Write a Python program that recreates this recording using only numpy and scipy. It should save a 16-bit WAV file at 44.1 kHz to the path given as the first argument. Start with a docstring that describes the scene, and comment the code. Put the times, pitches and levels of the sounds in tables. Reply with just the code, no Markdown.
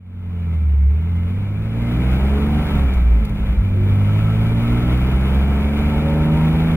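"""Inside an old six-cylinder sports car. The sound fades in, the engine sags as the clutch bites, then pulls
up in first gear. The revs drop for the gear change: the lever clicks and the driveline shudders. The engine
then climbs steadily in second, with a few rattles of loose trim. All along, exhaust pulses boom as they
cross the cabin's resonances, over intake roar, valve clatter, ringing metal and road rumble."""
import sys
import numpy as np
from scipy import signal
from scipy.fft import rfft, irfft
from scipy.io import wavfile
from scipy.ndimage import uniform_filter1d

SR = 44100
rng = np.random.default_rng(int(sys.argv[2]) if len(sys.argv) > 2 else 0)


def generate_wav(signal):
    """Clip the signal to [-1, 1] and save it as 16-bit WAV at the path in sys.argv[1]."""
    frames = np.transpose(np.atleast_2d(signal))
    scaled = np.clip(frames, -1, 1) * 32767
    pcm = np.round(scaled).astype(np.int16)
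    wavfile.write(sys.argv[1], SR, pcm)


N = 298116
TIME = np.arange(N) / SR
FREQS = np.fft.rfftfreq(N, 1 / SR)
MID_SPEED = 40  # crank turns per second

# The revs. Each row: time in seconds, crank turns per second.
CRANK_SPEED = [(0, 30.6), (.2, 30.4), (.47, 28.4), (.73, 23.7), (.87, 22.9), (1.06, 28.5), (1.25, 29.1),
               (1.39, 33), (1.55, 34.1), (1.74, 37.6), (1.95, 40.2), (2.47, 48.5), (2.64, 50), (3.27, 34.4),
               (3.52, 34), (3.67, 31.9), (4.05, 33.7), (4.25, 35.8), (4.45, 36.8), (5.1, 42.8), (5.7, 47.7),
               (6.76, 54.3)]
# The driver's foot. Each row: time in seconds, throttle opening from 0 to 1.
THROTTLE = [(0, 0.35), (.55, 0.17), (.8, 0), (1.15, 0.33), (1.55, 0.22), (1.97, 0.88), (2.75, .88),
            (3.03, 0.47), (3.5, 0.58), (3.7, 0.52), (3.9, 0.87), (4.8, 1), (5.3, 0.87), (6.76, 0.76)]
# The overrun, when the engine coasts between gears: start, end and ramp, all in seconds.
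OVERRUN = (2.58, 3.62, 0.027)
# Tyre rumble as the car gathers speed. Each row: time in seconds, level in dB.
ROAD_LEVEL = [(0, -31), (.8, -40), (1.25, -32), (2.75, -23.5), (6.76, -26.5)]

# Tone colours of the noises. Each row: frequency in Hz, relative level in dB.
RUMBLE_EQ = [(10, -28.5), (25, 10.5), (42, 7), (58, 14.5), (75, 6.5), (100, 2.5), (130, 0), (250, -63)]
DRONE_EQ = [(70, -33), (105, -14), (130, -15), (165, 6.5), (195, -4), (225, -2.5), (260, -7.5), (330, -12),
            (400, -25), (700, -55)]
LEVER_EQ = [(1500, -3), (5400, -8), (6400, -3), (8500, -12), (10800, 1), (12000, -6), (15000, -6)]
INTAKE_EQ = [(200, -24.5), (340, -0.5), (430, -2.5), (500, -5.5), (700, -4.5), (1100, -8), (1500, -9),
             (1800, -13.5), (2300, -23), (4000, -55.5)]
VALVE_EQ = [(1000, -14.5), (1800, -9), (2100, -2), (2400, -2.5), (2600, -8), (3000, -24.5), (3500, -20),
            (6000, -53.5)]
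HISS_EQ = [(2000, -21.5), (2900, 14.5), (4000, -4.5), (5150, 2), (5550, -7), (6100, -0.5), (8500, -3),
           (10300, 4), (11900, -1.5), (14000, 2.5)]
# Stereo width of the noises. Each row: frequency in Hz, side over mid in dB.
STEREO_WIDTH = [(60, -19), (300, -14.5), (1200, -10), (2000, -10.5), (2700, 7), (3800, 17), (5500, 3.5),
                (13000, 3)]
# Their balance. Each row: frequency in Hz, left over right in dB.
STEREO_LEAN = [(700, -1), (1200, 1), (2600, 4.5), (4200, -2), (12000, -1.5)]
# Cabin panel resonances. Each row: centre in Hz, width in Hz, lift in dB.
PANEL_MODES = [(350, 15, -1), (438, 56, 2.5), (548, 51, 1), (670, 60, 0), (917, 36, 2.5), (1318, 62, 5.5),
               (2207, 110, 4)]

# Loose trim. Each row: peak time in seconds, half length in seconds, relative level in dB.
TRIM_RATTLES = [(4.083, 0.013, -37), (4.277, .035, -36), (4.8, 0.19, -39.5)]
# Ringing engine metal. 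Each row: pitch in Hz, width in Hz, level against the shaking in dB.
METAL_MODES = [(420, 45, -5), (2078, 6, -15), (2352, 45, -11), (2876, 20, -25)]
# Gear lever clicks. Each row: time in seconds, relative level in dB, decay in seconds.
LEVER_CLICKS = [(2.937, -45, 0.0082), (3.251, -39, .005), (3.295, -43, 0.0027)]
# Driveline jolts as the clutch takes up. Each row: start in seconds, peak level in dB.
CLUTCH_JOLTS = [(3.487, -8.5), (3.567, -5.5)]

# Intake roar, valve clatter and hiss. Each row: base level in dB at full throttle and MID_SPEED,
# dB gained from shut to open throttle, dB per doubling of speed.
NOISE_LAWS = [(-31.5, 10, 9), (-41, 11, 6), (-53.5, 14, 5.5)]
# Weak orders from unequal cylinders, belt drives and timing gear.
# Each row: order in cycles per crank turn, relative level in dB.
WEAK_ORDERS = [(2, -52), (3.5, -38), (4, -37), (5, -44.5), (5.5, -47), (7, -47.5), (8, -49), (8.4, -49),
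               (9, -45.5), (10, -50), (11.1, -49.5), (12, -50), (13.5, -51.5), (15, -47.5), (16, -51),
               (18, -55), (19.5, -52.5)]
# Brief howls. Each row: crank order, peak time in seconds, half length in seconds, base level in dB.
HOWLS = [(9, 2.33, .16, -35), (8.9, 2.8, 0.074, -38), (15.94, 3.98, 0.19, -43), (11.06, 3.8, .07, -40),
         (64, 4.1, .12, -56), (47, 5.8, 0.14, -48.5), (11.09, 5.95, 0.25, -37.5), (17.96, 6.23, .24, -39.5)]
# Exhaust orders 1.5, 3 and 4.5 (tailpipe), then 6 and 7.5 (bulkhead).
# Each row: the three columns of NOISE_LAWS, then dB added on the overrun.
TAILPIPE_NOTES = [(-28.5, 1.5, -5, 3.5), (-12.5, 11, 2, -8.5), (-21.5, 11, -0.5, -3)]
BULKHEAD_NOTES = [(-26.5, 9, -3, -1), (-29.5, 13.5, -5, -8.5)]
# Paths into the cabin, from the tailpipe and from the front pipes through the bulkhead.
# Each row: frequency in Hz, gain in dB.
TAILPIPE_PATH = [(47, -25), (57, -2.5), (62, 12), (69, 13), (82, 3.5), (100, -.5), (125, -8.5), (142, -15),
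                 (155, -2), (178, -6), (220, 0.9), (245, -1)]
BULKHEAD_PATH = [(140, -17.5), (165, 4), (212, -2.5), (236, 3.5), (262, -11.5), (305, -0.5), (350, -13),
                 (400, -20)]


def amp(db):
    """Decibels to gain."""
    return 10 ** (np.asarray(db) / 20)


def automation(rows):
    """A (time, value) table drawn as a line through every sample."""
    return np.interp(TIME, *np.transpose(rows))


def eq(points, hz=FREQS):
    """Gain of a (Hz, dB) curve at the given frequencies."""
    knots, db = np.transpose(points)
    return amp(np.interp(np.log(hz + 1), np.log(knots + 1), db))


def wander(rate_hz):
    """Slow random drift of rms 1."""
    drift = irfft(rfft(rng.standard_normal(N)) / (1 + (FREQS / rate_hz) ** 4), N)
    return drift / np.sqrt(np.mean(drift ** 2))


def swell(peak_s, half_s):
    """A bell-shaped rise and fall around a moment."""
    return np.exp(-((TIME - peak_s) / half_s) ** 2 / 2)


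def lagged(control, lag_s):
    """Follows a control sluggishly."""
    pole = np.exp(-1 / (lag_s * SR))
    return control[0] + signal.lfilter([1 - pole], [1, -pole], control - control[0])


def effort_db(law, speed, throttle):
    """Level of a layer that rides the throttle and the revs."""
    full_db, throttle_db, doubling_db = law
    return full_db + throttle_db * (throttle - 1) + doubling_db * np.log2(speed / MID_SPEED)


def panel_lift(hz):
    """Gain that the resonating cabin panels give these frequencies."""
    return amp(sum(db / (1 + (2 * (hz - centre) / width) ** 2) for centre, width, db in PANEL_MODES))


def stereo_noise(shape, gate=1):
    """Gated, then coloured noise: near mono in the bass, wide in the treble."""
    mid, side = rfft(rng.standard_normal((2, N)) * gate) * shape
    side = side * eq(STEREO_WIDTH)
    lean = np.sqrt(eq(STEREO_LEAN))
    pair = irfft(np.array([(mid + side) * lean, (mid - side) / lean]), N)
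    return pair / np.std(pair.mean(0))


def ringing(hz, width_hz, level_db, flare_db, flare_hz):
    """A narrow resonance shaken by the engine, flaring and fading at random."""
    mode = 1 / (1 + ((FREQS - hz) / width_hz) ** 2) ** 2
    return stereo_noise(mode) * amp(level_db + flare_db * wander(flare_hz))


def crank_tone(order, turns, rough):
    """A tone locked to the crankshaft; roughness unsettles its level and phase."""
    wobble = 1 + rough * (wander(5.5) + 1j * wander(3.4))
    return np.sqrt(2) * (wobble * np.exp(2j * np.pi * (order * turns + rng.random()))).real


def road_and_cabin(roar_db, drone_db=-31, full_roar_db=-31):
    """Tyres shake the body shell, and the cabin air drones with the engine."""
    rumble = stereo_noise(eq(RUMBLE_EQ)) * amp(automation(ROAD_LEVEL))
    drone = stereo_noise(eq(DRONE_EQ)) * amp(drone_db + 0.5 * (roar_db - full_roar_db))
    return rumble + drone


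def loose_trim(roar_db, buzz_db=-19):
    """Loose trim buzzes faintly under load and breaks into short rattles."""
    rattles = sum(amp(db) * swell(peak_s, half_s) for peak_s, half_s, db in TRIM_RATTLES)
    shake = amp(roar_db + buzz_db) + rattles
    return shake * ringing(hz=1310, width_hz=83, level_db=-4, flare_db=1.5, flare_hz=22)


def engine_metal(clatter_db, pivot_db=-44, follow=0.7):
    """Metal whines at set pitches; it only partly follows the clatter, so it rings on at low effort."""
    shake_db = pivot_db + follow * (clatter_db - pivot_db)
    return sum(ringing(hz, width, shake_db + db, flare_db=3.5, flare_hz=4) for hz, width, db in METAL_MODES)


def gear_lever(rise_s=0.0009):
    """The lever clicks through its gate in bright ticks of noise."""
    envelope = np.zeros(N)
    for time_s, db, decay_s in LEVER_CLICKS:
        age = np.maximum(TIME - time_s + rise_s, 0)
        envelope += amp(db) * (1 - np.exp(-age / rise_s)) * np.exp(-age / decay_s)
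    return envelope * stereo_noise(eq(LEVER_EQ))


def driveline_shudder(boom_hz=54, swell_s=0.016):
    """The clutch bites and each jolt booms in the cabin."""
    boom = np.zeros(N)
    for start_s, db in CLUTCH_JOLTS:
        age = np.maximum(TIME - start_s, 0)
        envelope = age / swell_s * np.exp(1 - age / swell_s)
        boom -= amp(db) * envelope * np.sin(2 * np.pi * boom_hz * age)
    return boom


def firing_gate(turns, depth, uneven):
    """One puff a firing, three a turn, with the six cylinders unequal."""
    puffs = np.cos(2 * np.pi * 3 * turns)
    imbalance = sum(np.cos(2 * np.pi * order * turns) for order in (1.5, 1, 0.5))
    return np.exp(depth * puffs + uneven * imbalance)


def engine_noise(turns, roar_db, clatter_db, hiss_db):
    """Intake roar, valve clatter and a faint hiss pulse with the cylinders and flutter together."""
    cabin, flutter = panel_lift(FREQS), wander(11)
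    roar = stereo_noise(eq(INTAKE_EQ) * cabin, firing_gate(turns, depth=0.18, uneven=0.028))
    clatter = stereo_noise(eq(VALVE_EQ) * cabin, firing_gate(turns, depth=0.18, uneven=0.031))
    hiss = stereo_noise(eq(HISS_EQ), firing_gate(turns, depth=0.056, uneven=0.055))
    return (roar * amp(roar_db - 2.5 + 0.51 * flutter)
            + clatter * amp(clatter_db - 0.9 + 1.2 * flutter)
            + hiss * amp(hiss_db + 3.5 + 0.86 * flutter))


def howls(turns):
    """Single orders sing out at set moments, like revs passing a resonance."""
    return sum(amp(db) * swell(peak_s, half_s) * crank_tone(order, turns, rough=0.6)
               for order, peak_s, half_s, db in HOWLS)


def weak_orders(speed, turns, roar_db, follow=0.87, full_roar_db=-33, duck_db=-3):
    """Weak orders swell with load, light up across panel resonances and duck as the revs fall."""
    slowing = -np.gradient(uniform_filter1d(speed, SR // 5)) * SR  # turns per second lost each second
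    gain_db = 0.5 + follow * (roar_db - full_roar_db) + duck_db * np.clip(slowing / 25, 0, 1)
    tones = sum(amp(db) * panel_lift(order * speed) ** 0.86 * crank_tone(order, turns, rough=0.2)
                for order, db in WEAK_ORDERS)
    return tones * amp(gain_db)


def exhaust(speed, turns, throttle, unsteady=0.025, stumble=0.2, lag_turns=0.0055):
    """Each bank of three cylinders pulses 1.5 times a turn; five harmonics sweep through resonances."""
    start_s, end_s, ramp_s = OVERRUN
    coasting = np.clip(np.minimum(TIME - start_s, end_s - TIME) / ramp_s, 0, 1)
    cooling = 1 + 0.12 * coasting  # cooler gas lowers the pipe's resonances
    rough = unsteady + stumble * coasting  # firings differ, most on the overrun
    stereo_turns = np.array([turns - lag_turns, turns])  # the left side arrives a little later
    notes = [(note, TAILPIPE_PATH) for note in TAILPIPE_NOTES]
    notes += [(note, BULKHEAD_PATH) for note in BULKHEAD_NOTES]
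    boom = np.zeros((2, N))
    for harmonic, ((*law, overrun_db), path) in enumerate(notes, 1):
        order = 1.5 * harmonic
        drive = amp(effort_db(law, speed, throttle) + overrun_db * coasting)
        resonance = eq(path, order * speed * cooling)
        burn = 1 + rough * (wander(14) + 1j * wander(9))
        phase = 2 * np.pi * order * stereo_turns - harmonic ** 2  # the pipe smears each pulse
        boom += drive * resonance * np.sqrt(2) * (burn * np.exp(1j * phase)).real
    return boom * amp([[-0.25], [0.25]])  # a touch to the right


def scene():
    """One crankshaft and one throttle drive every engine layer, over the road and the gear change."""
    speed = automation(CRANK_SPEED) * (1 + 0.001 * wander(10))
    turns = np.cumsum(speed) / SR
    throttle = automation(THROTTLE)
    load = lagged(throttle, lag_s=0.027)
    roar_db, clatter_db, hiss_db = (effort_db(law, speed, load) for law in NOISE_LAWS)
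    tones = exhaust(speed, turns, throttle) + weak_orders(speed, turns, roar_db) + howls(turns)
    machinery = engine_metal(clatter_db) + engine_noise(turns, roar_db, clatter_db, hiss_db)
    bed = loose_trim(roar_db) + road_and_cabin(roar_db)
    return bed + gear_lever() + driveline_shudder() + machinery + tones


def record(dry, fade_s=0.6, lead_s=0.062, ease_s=0.004, cutoff_hz=15800):
    """Fades in from near silence, eases both ends and cuts the very top."""
    fade_in = np.minimum((TIME + lead_s) / fade_s, 1) ** 1.25
    ends = np.minimum(np.minimum(TIME, TIME[::-1]) / ease_s, 1)
    lowpass = signal.firwin(511, cutoff_hz, window=("kaiser", 9), fs=SR)
    return signal.oaconvolve(dry * fade_in * ends, lowpass[None], "same")


dry = scene()
out = record(dry)
generate_wav(out)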